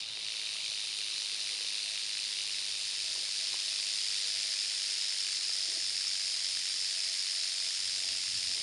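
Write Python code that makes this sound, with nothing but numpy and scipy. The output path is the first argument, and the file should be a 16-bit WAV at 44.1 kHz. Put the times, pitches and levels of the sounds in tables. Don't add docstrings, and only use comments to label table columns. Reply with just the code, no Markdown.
import sys
import numpy as np
from scipy import signal
from scipy.io import wavfile

SR = 44100
rng = np.random.default_rng(int(sys.argv[2]) if len(sys.argv) > 2 else 0)


def invert_db(level):
    return 10 ** (np.asarray(level, dtype=float) / 20)


def int16_out(signal):
    q = np.round(np.clip(np.atleast_2d(signal).T, -1, 1) * 32767)
    wavfile.write(sys.argv[1], SR, q.astype(np.int16))


N = 380141
STEP = 8


def in_time(rows):
    s, *columns = np.transpose(rows)
    return [np.interp(np.arange(N) / SR, s, c) for c in columns]


def at_hz(points, hz):
    f, *columns = np.transpose(points)
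    return [np.interp(np.log(hz), np.log(f), c) for c in columns]


def rms_one(x):
    return x / np.sqrt(np.mean(x ** 2) + 1e-20)


def band(x, low_hz, high_hz, order=2):
    return signal.sosfilt(signal.butter(order, [low_hz, high_hz], "band", fs=SR, output="sos"), x)


def resonance(x, hz, width_hz):
    w, r = 2 * np.pi * hz / SR, np.exp(-np.pi * width_hz / SR)
    return signal.lfilter((1 - r * r) / 2 * np.array([1, 0, -1]), [1, -2 * r * np.cos(w), r * r], x)


def drift(rate_hz):
    r = np.exp(-80 * np.pi * rate_hz / SR)
    slow = signal.lfilter([1], [1, -2 * r, r * r], rng.standard_normal(N // 40 + 2002))[2000:]
    return np.interp(np.arange(N) / 40, np.arange(len(slow)), rms_one(slow))


def knocks(per_s, spread_db):
    sizes = invert_db(spread_db * np.minimum(rng.exponential(1, N), 3)) * rng.choice([-1, 1], N)
    return rms_one(sizes * (rng.random(N) < per_s / SR))


def swells(rows):
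    t = np.arange(N) / SR
    return np.max([np.interp(t, [s, s + rise, s + rise + fall], [0, db, 0]) for s, rise, fall, db in rows], axis=0)


def shaped_noise(spectrum, patchy_db):
    out, white = 0, rng.standard_normal((2, N))
    octaves = np.log2(spectrum[-1][0] / spectrum[0][0])
    edges = spectrum[0][0] * 2 ** np.arange(0, octaves + .2, 1 / 3)
    for k, (low, high) in enumerate(zip(edges, edges[1:])):
        gain = invert_db(at_hz(spectrum, np.sqrt(low * high))[0] + patchy_db * drift(11))
        out = out + gain * band(white[k % 2], low, high)
    return rms_one(out)


# t/s, f/Hz [full swings per s]
TAIL_RATE = [
    (0.0, 54.03),
    (1.21, 51.39),
    (1.79, 51.62),
    (3.1, 49.88),
    (4.1, 50.86),
    (4.71, 50.14),
    (4.74, 49.39),
    (6.83, 47.44),
    (7.69, 47.61),
    (8.62, 46.56),
]
FIRST_PHASE = .22


def tail_swings():
    return FIRST_PHASE + np.cumsum(in_time(TAIL_RATE)[0])[::STEP] / SR


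# f/Hz, throb depth/dB, hush after the turn/half swings,
# crest after the hush [0 to 1], fullness of the rise [-1 to 1]
HALF_SWING = [(1600, 3.6, .33, .63, -.4), (2500, 4.6, .36, .6, -.3), (3600, 3.0, .33, .77, -.2),
              (5000, 2.8, .31, .8, .1), (6700, 3.8, .34, .68, .4), (9300, 3.0, .4, .68, .4)]
# f/Hz, side-on level/dB, head-on level/dB, rebound level/dB
TWO_WAYS = [(1600, -2, 3.5, 0), (2500, -3.6, .7, .5), (3600, .2, .9, 2), (5000, -.3, -.8, 3),
            (6700, .3, 1.5, 1), (9300, 0, -.3, 0)]


def throb_db(hz, swings, facing, rebound):
    depth_db, hush, crest, full = at_hz(HALF_SWING, hz)
    side_db, head_db, rebound_db = at_hz(TWO_WAYS, hz)
    since_hush = (2 * swings - hush - .055 * (1 - facing)) % 1
    depth_db = depth_db * (1 + .38 * (1 - facing))
    stroke_db = depth_db * np.interp(since_hush, [0, crest / 2, crest, 1], [-1, full, 1, -1])
    one_sided_db = (side_db + (head_db - side_db) * facing) * np.cos(2 * np.pi * swings)
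    return stroke_db + one_sided_db + rebound_db * rebound


# t/s, level/dB, facing [0 side-on to 1 head-on]
APPROACH = [(0, -38, 0.28), (.05, -41.5, 0), (.13, -39, 0), (.24, -38.5, 0), (.32, -37, 0.026),
            (1.4, -35.5, 0.2), (2.75, -35.5, 0.4), (3.3, -34.7, 0.64), (3.75, -34, 0.65),
            (3.9, -33.5, 0.65), (5.7, -33.5, 0.91), (8.62, -33.5, 0.85)]
# f/Hz, level/dB per Hz
SIDE_ON = [(1100, -25), (1700, -17), (2100, -12.5), (2600, -2.5), (3250, -3.5), (3800, 2.5), (4900, -1),
           (5700, -6.5), (6700, -8), (7400, -11.5), (9200, -8.5), (10200, -14), (11000, -22.5),
           (11700, -62)]
# f/Hz, level/dB per Hz
HEAD_ON = [(1100, -34), (1500, -23.5), (2000, -14), (2800, -13), (4100, -7.5), (4600, -5), (5100, 1),
           (5400, -3.5), (5800, -12.5), (7200, -11), (9000, -14), (10400, -21), (11100, -29.5),
           (11700, -78)]
# f/Hz, width/Hz, level/dB
STONE_ECHO_DIPS = [(3324, 190, -6), (4500, 270, -1), (6590, 350, -5.5)]
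DULL_START_DB, WAKE_S, TREBLE_DB, TREBLE_DB_PER_S = -4, 0.25, -0.82, 0.18
PEAK_SLIDE = 0.048


def rattle():
    level_db, facing = (c[::STEP] for c in in_time(APPROACH))
    t = np.arange(0, N, STEP) / SR
    bright_db = DULL_START_DB * np.exp(-t / WAKE_S) + TREBLE_DB + TREBLE_DB_PER_S * t
    swings = tail_swings()
    half = (2 * swings - .33).astype(int)
    rebound = sum(np.exp(-((swings % 1 - at) / .03) ** 2) for at in (.235, .87))
    whole_tail = knocks(4000, spread_db=3.5)
    segments = [knocks(8000, spread_db=4.5) for _ in range(4)]
    force_db = 0.08 * rng.standard_normal(half[-1] + 1)[half]
    ticks = t * 600
    clumps = [np.interp(ticks, np.arange(len(c)), c) for c in rng.standard_normal((6, int(ticks[-1]) + 2))]
    out, power = np.zeros(N), 0
    for k, hz in enumerate(range(1150, 11800, 330)):
        part_db = 0.08 * rng.standard_normal(half[-1] + 1)[half]
        throb = invert_db(throb_db(hz, swings, facing, rebound) + 1.2 * clumps[k // 6] + force_db + part_db)
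        near_peak = np.exp(-(np.log(hz / 5200) / 0.28) ** 2)
        slid_hz = hz * (1 + PEAK_SLIDE * (1 - facing) * near_peak)
        side_db, head_db = at_hz(SIDE_ON, hz)[0], at_hz(HEAD_ON, slid_hz)[0]
        tilt_db = bright_db * max(np.log2(hz / 4000), 0)
        colour = invert_db((1 - facing) * side_db + facing * head_db + tilt_db)
        half_width_hz = 165 * 1.06
        ringing = band(0.56 * whole_tail + segments[k % 4], hz - half_width_hz, hz + half_width_hz)
        out += ringing * np.repeat(rms_one(throb) * colour, STEP)[:N] * (-1) ** k
        power += colour ** 2
    for hz, width_hz, dip_db in STONE_ECHO_DIPS:
        out -= np.repeat(1 - facing, STEP)[:N] * (1 - invert_db(dip_db)) * resonance(out, hz, width_hz)
    even = rms_one(out / np.repeat(np.sqrt(power), STEP)[:N])
    return np.repeat(invert_db(level_db), STEP)[:N] * even


# f/Hz, level/dB per Hz
WIND = [(12, -51), (20, -21), (97, 2), (118, 1), (177, -16), (260, -3.5), (340, -30), (570, -120)]
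# t/s [start], rise/s, fall/s, level/dB [over the calm]
GUSTS = [
    (-.1, 0.14, .45, 8),
    (.62, .07, 0.1, 5),
    (1.9, 0.83, 2.5, 6),
    (5.7, 0.13, .4, 7),
    (6.2, .3, .5, 6),
    (7.75, .12, 0.57, 10),
    (8.02, 0.12, 0.34, 14.5),
    (8.1, .25, 0.6, 15.5),
]
CALM_DB = -76.5


def wind():
    return invert_db(CALM_DB + swells(GUSTS)) * shaped_noise(WIND, patchy_db=2.5)


# f/Hz, level/dB per Hz
RUSTLE = [(130, -1.5), (200, -5.5), (400, -1), (600, -0.5), (900, -1), (1400, -2)]
GROUND_DB, SETTLE_DB_PER_S = -62.5, -0.2541


def rustle():
    level_db = GROUND_DB + SETTLE_DB_PER_S * np.arange(N) / SR
    return invert_db(level_db) * shaped_noise(RUSTLE, patchy_db=0.5)


# t/s, peak level/dB, f/Hz, knock level/dB [over the ring]
TAPS = [(0.174, -46.5, 410, 9), (0.349, -47, 660, 2), (0.556, -41.5, 1210, 1), (0.717, -47, 660, 3),
        (1.325, -50, 480, -4), (1.37, -50, 560, -3), (1.409, -48, 640, -2), (1.531, -44, 493, -1),
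        (1.606, -45, 487, -2), (1.645, -43, 480, -3), (1.719, -53, 1004, 3), (1.76, -51, 480, -2),
        (3.154, -46, 641, 3), (3.16, -39, 1020, -3), (3.178, -47, 350, 3), (3.23, -46, 633, 3),
        (3.285, -49, 1060, 5), (3.542, -38, 990, 4), (3.789, -47, 1110, 2), (5.496, -43, 1300, 2),
        (5.684, -46, 336, -2), (5.724, -50, 404, -2), (5.767, -43, 700, -2), (5.772, -45, 317, -5),
        (8.043, -47, 850, 1), (8.596, -48, 458, -1)]


def taps():
    out, t = np.zeros(N + 2000), np.arange(2000) / SR
    knock = band(np.exp(-t / .0001), 460, 1400)
    knock = knock / np.abs(knock).max()
    for s, peak_db, hz, knock_db in TAPS:
        decay = invert_db(-20 * t * hz / 7.0)
        ring = np.sin(2 * np.pi * hz * t) * decay * np.minimum(t / 0.0011, 1)
        at = round(s * SR)
        out[at:at + 2000] += invert_db(peak_db - 4) * (ring + invert_db(knock_db) * knock)
    return out[:N]


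# t/s [start], t/s [end], level/dB
MOTOR = [(.27, 0.653, -69.5), (1.83, 1.978, -67), (2.437, 2.94, -74), (3.016, 3.212, -67.5),
         (3.403, 3.478, -64), (3.6, 3.994, -68), (4.203, 4.553, -67), (4.592, 5.197, -73),
         (5.548, 5.81, -66), (6.109, 6.6, -68.5), (6.871, 7.146, -67), (7.302, 7.717, -67),
         (7.96, 8.2, -67), (8.37, 8.702, -67.5)]
# t/s [start], t/s [end], f/Hz, level/dB
SLOW_HUM = (4, 4.5, 496, -73)
MOTOR_HZ, WARMING_HZ_PER_S = 650, 3.0


def lens_motor():
    out, waver = np.zeros(N), 2.82 * np.cumsum(drift(7.3)) / SR
    bursts = [(start, end, MOTOR_HZ + WARMING_HZ_PER_S * start, db) for start, end, db in MOTOR]
    for start, end, hz, level_db in bursts + [SLOW_HUM]:
        at = slice(round(start * SR), min(round(end * SR), N))
        t = np.arange(at.start, at.stop) / SR
        gate = np.clip(np.minimum(t - start, end - t) / 0.028, 0, 1)
        out[at] += invert_db(level_db) * gate * np.sqrt(2) * np.sin(2 * np.pi * (hz * t + waver[at]))
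    return out * invert_db(0.54 * drift(14))


# t/s [start], rise/s, fall/s, level/dB [over rest]
SCUFFS = [
    (.62, .07, .06, 12),
    (.9, .22, .1, 8),
    (1.2, 0.37, .2, 15),
    (3.05, 0.087, .25, 13),
    (3.48, 0.041, 0.11, 14),
    (5.64, 0.067, 0.22, 17),
    (7.8, 0.29, .12, 14),
    (8.45, .15, .1, 17),
]
SCUFF_DB, SCUFF_HZ = -78, (275, 646)


def scuffs():
    return invert_db(SCUFF_DB + swells(SCUFFS)) * rms_one(band(knocks(900, spread_db=3.5), *SCUFF_HZ))


def scene():
    return (rattle() + wind() + rustle() + taps() + lens_motor() + scuffs())[None]


def band_limit(x):
    return signal.sosfilt(signal.butter(12, 13480, fs=SR, output="sos"), x)


# f/Hz, width/Hz, level/dB
PORT_NOTCH = (7870, 590, -6.5)
STORED_HZ, MIRROR_DB = 24000, -4


def record(dry):
    hz, width_hz, dip_db = PORT_NOTCH
    x = dry - (1 - invert_db(dip_db)) * resonance(dry, hz, width_hz)
    x = signal.sosfilt(signal.ellip(8, .5, 50, 11650, fs=SR, output="sos"), x)
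    carrier = np.cos(2 * np.pi * STORED_HZ * np.arange(N) / SR)
    mirrored = band(x, 10300, 11900, order=4) * carrier
    mirrored = band(mirrored, 12000, 14000, order=4)
    mirrored = signal.sosfilt(signal.butter(24, 12600, fs=SR, output="sos"), mirrored)
    return band_limit(x + invert_db(MIRROR_DB) * mirrored)


dry = scene()
out = record(dry)
int16_out(out)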